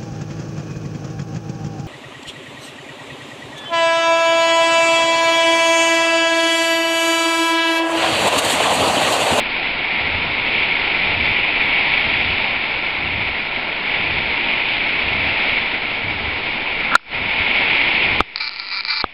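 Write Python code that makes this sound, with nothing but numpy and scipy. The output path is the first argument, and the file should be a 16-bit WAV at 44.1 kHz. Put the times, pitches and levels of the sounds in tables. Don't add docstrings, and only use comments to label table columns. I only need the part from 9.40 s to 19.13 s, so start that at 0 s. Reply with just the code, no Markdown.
import sys
import numpy as np
from scipy import signal
from scipy.fft import rfft, irfft, next_fast_len
from scipy.io import wavfile
from scipy.ndimage import uniform_filter1d

SR = 44100
rng = np.random.default_rng(int(sys.argv[2]) if len(sys.argv) > 2 else 0)


def inscribe(sig):
    pcm = np.round(np.clip(np.atleast_2d(sig).T, -1, 1) * 32767)
    wavfile.write(sys.argv[1], SR, pcm.astype(np.int16))


N = 429093
T = np.arange(N) / SR

# time_s, level_db
WASH_LEVELS = [(0, -21), (.8, -20), (1.3, -17.5), (2.1, -17), (2.75, -16.5), (3.05, -18.5), (3.6, -21.5),
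               (4.43, -22.5), (4.499, -18.5), (4.75, -19), (5.0, -18.5), (5.95, -18.5), (6.1, -15.5),
               (6.28, -20.5), (6.6, -23), (7.45, -21), (7.8, -20.5), (8.1, -16), (8.45, -15), (8.8, -16),
               (9.0, -10), (9.73, -14.5)]
# pitch_hz, relative_db
FOAM_TONE = [(12, -41.5), (20, -9), (60, -16.5), (196, -15), (241, -12), (520, -14.5), (930, -9.5),
             (1230, -18.5), (1350, -12), (1550, -15.5), (1830, -11.5), (2250, -1), (3500, -15.5),
             (4420, -22.5), (5200, -33), (6760, -68.5), (11400, -120)]
# start_s, strength_db, contact_ms
FINGER_TAPS = [(7.5409, -1.5, .3), (7.5526, 20, 0.11), (7.595, -33, 0.11), (7.631, -36, 0.11)]
# start_s, clack_db, thud_db, direction
LEVER_HITS = [(8.001, -40, -13.5, 1), (8.8049, 4.5, -10.5, 0.97), (9.641, -1.5, -21.5, -0.94)]
# pitch_hz, relative_db, fade_s (to fall 60 dB)
CASE_NOTES = [(956, -11, 0.011), (1390, 0.5, 0.014), (1724, -7.5, 0.012), (2300, -12, 0.0097),
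              (3720, -19, 0.0063), (4550, -20, 0.008)]
LEVER_NOTES = [(410, -3, 0.008), (770, -5.5, 0.016), (1248, 0.5, 0.013), (1650, -8.5, 0.011),
               (2240, -10, 0.0069), (3500, -2, 0.0063), (4270, -5.5, 0.0053)]
BARREL_NOTES = [(887, -5, 0.018), (1365, 2.5, .014), (1900, 3, 0.01), (2383, 6, 0.016)]
# start_s, strength_db
GEAR_TICKS = [(8.9588, -4), (8.9785, -13), (8.983, -18), (9.0924, -11), (9.1604, -15), (9.1918, -17),
              (9.1978, -8), (9.2175, -20), (9.267, -19), (9.286, -14), (9.4355, -17), (9.4498, -6)]
# start_s, end_s, whine_cycles_per_step, step_db, whine_db, load_jump_s
MOTOR_RUNS = [(8.956, 9, 12, -27, -49, 12), (8.999, 9.086, 8, -15.5, -35, 9.0082),
              (9.103, 9.317, 12, -22, -46, 9.2), (9.311, 9.409, 12, -13.5, -31, 9.3352),
              (9.408, 9.45, 8, -33, -43, 9.42), (9.457, 9.476, 8, -19, -34, 9.4793),
              (9.477, 9.6195, 8, -11, -34.5, 9.5032)]
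# start_s, length_s, level_db
HUM_BURSTS = [(0.612, .32, -32.5), (1.646, 0.28, -31), (2.65, 0.3, -32.5), (3.583, 0.34, -32),
              (4.595, 0.32, -32.5), (5.623, 0.31, -32.5), (6.63, .35, -33), (7.62, 0.26, -37),
              (8.643, 0.21, -30)]
# start_s, depth_db, hold_until_s
LEVEL_DIPS = [(7.559, -25.5, 7.635), (8.806, -22.5, 9.8)]


def wash():
    calm_db, bass_lag, treble_lag = -20, .55, .35
    wash_db = np.interp(T, *np.transpose(WASH_LEVELS))
    size = next_fast_len(N)
    hz = np.maximum(np.fft.rfftfreq(size, 1 / SR), 1)
    tone_hz, tone_db = np.transpose(FOAM_TONE)
    tone = gain(np.interp(np.log(hz), np.log(tone_hz), tone_db))
    tone *= gain(2.7 * np.exp(-((hz - 3484) / 250) ** 2))
    bubbles = gain(1.5 * rng.exponential(size=N)) * gain(.57 * wobble(70))
    spectrum = rfft(rng.standard_normal(N) * bubbles, size) * tone
    octave, foam = np.log2(hz / 1000), 0
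    for centre in np.arange(-6, 3, .5):
        window = np.cos(np.pi * np.clip(octave - centre, -.5, .5)) ** 2
        band = irfft(spectrum * window, size)[:N]
        lag = bass_lag if centre < .6 else treble_lag if centre > 1.6 else 0
        foam += band * gain(-lag * (wash_db - calm_db) + .56 * wobble(12))
    return unit(foam) * gain(wash_db + .071 * wobble(6))


def knocks():
    taps = sum(push(s, db, ms) for s, db, ms in FINGER_TAPS)
    rubbing = gain(-31.5) * gate(7.514, 7.546, .004) * rng.standard_normal(N)
    scrape = ring(rubbing, CASE_NOTES[1:2])
    clacks = sum(way * push(s, db, contact_ms=.25) for s, db, _, way in LEVER_HITS)
    thuds = sum(way * push(s, db, contact_ms=3.4) for s, _, db, way in LEVER_HITS)
    body = ring(thuds, notes=[(88, 0, .042)])
    return ring(taps, CASE_NOTES) + scrape + ring(clacks, LEVER_NOTES) + body


def zoom_motor():
    whine_hz, cycles_per_turn, step_spread_db = 2343.6, 80, 2.8
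    clicks = sum(push(s, db, contact_ms=.043) for s, db in GEAR_TICKS)
    whine = rattle = 0
    for start, end, cycles, step_db, whine_db, jump_s in MOTOR_RUNS:
        step_hz = whine_hz / cycles
        times = jump_s + np.arange(np.ceil((start - jump_s) * step_hz), (end - jump_s) * step_hz) / step_hz
        level_jitter, time_jitter = rng.standard_normal((80, 2))[:len(times)].T
        turn = (whine_hz / cycles_per_turn * (times - jump_s) + .01) % 1
        load_db = 8 * (np.exp(-turn / .091) - .3)
        click_db = step_db + load_db + step_spread_db * np.clip(level_jitter, -1.6, 1.6)
        samples = np.round((times + .00001 * time_jitter) * SR).astype(int)
        np.add.at(clicks, samples, gain(click_db))
        whine += gain(whine_db) * gate(start, end, .0032) * np.sin(2 * np.pi * whine_hz * (T - jump_s))
        rattle += gain(step_db) * gate(start, end, .003)
    chatter = rattle * rng.standard_normal(N) * gain(3 * wobble(120))
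    teeth = keep_band(clicks + gain(-29.5) * chatter, hz=(3920, 4890), order=3)
    barrel = ring(clicks + gain(-22.5) * chatter, BARREL_NOTES)
    barrel = keep_band(barrel, hz=600, order=2, kind="highpass")
    whine *= gain(1.2 * wobble(30)) * np.sqrt(2)
    return gain(23.5) * teeth + gain(-16.5) * barrel + whine


def camera_hum():
    noise = rng.standard_normal(N)
    narrow = keep_band(noise, hz=(70, 102), order=2)
    wide = keep_band(noise[::-1], hz=(45, 190), order=1)
    bursts = sum(gain(db) * gate(s, s + length, .018) for s, length, db in HUM_BURSTS)
    return unit(unit(narrow) + 1.2 * unit(wide)) * bursts


def dips(fall_s=.012, rise_db_per_s=232):
    db = 0
    for start, depth_db, until in LEVEL_DIPS:
        fall = depth_db * (1 - np.exp(-np.maximum(T - start, 0) / fall_s))
        rise = rise_db_per_s * np.maximum(T - until, 0)
        db += np.minimum(fall + rise, 0)
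    return gain(db)


def push(start_s, db, contact_ms):
    phase = (T - start_s) / (contact_ms / 1000)
    force = np.where((phase > 0) & (phase < 1), np.sin(np.pi * phase), 0)
    return gain(db) * force / force.sum()


def ring(hits, notes):
    t, body = T[:SR // 10], 0
    for k, (hz, db, fade_s) in enumerate(notes):
        direction = (-1) ** (len(notes) - 1 - k)
        body += direction * gain(db - 60 * t / fade_s) * np.sin(2 * np.pi * hz * t)
    return signal.fftconvolve(hits, body)[:N]


def wobble(rate_hz):
    hold = int(SR / rate_hz)
    steps = np.repeat(rng.standard_normal(N // hold + 1), hold)
    return unit(uniform_filter1d(uniform_filter1d(steps, hold), hold)[:N])


def keep_band(x, hz, order, kind="bandpass"):
    return signal.sosfilt(signal.butter(order, hz, kind, fs=SR, output="sos"), x)


def gate(start_s, end_s, fade_s):
    return np.clip(np.minimum(T - start_s, end_s - T) / fade_s + .5, 0, 1)


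def gain(db):
    return 10 ** (np.asarray(db) / 20)


def unit(x):
    return x / np.sqrt(np.mean(x ** 2))


def scene():
    return ((wash() + camera_hum()) * dips() + knocks() + zoom_motor())[None]


def record(dry):
    hiss_db, offset, treble_cut_hz, top_hz = -48.5, -.004, 5280, 16000
    noisy = np.clip(dry, -1.15, 1.15) + gain(hiss_db) * rng.standard_normal(N) + offset
    dull = signal.sosfilt(signal.ellip(9, .5, 90, treble_cut_hz, fs=SR, output="sos"), noisy)
    clipped = np.clip(dull, -1, 1)
    return signal.sosfilt(signal.ellip(8, .2, 70, top_hz, fs=SR, output="sos"), clipped)


dry = scene()
out = record(dry)
inscribe(out)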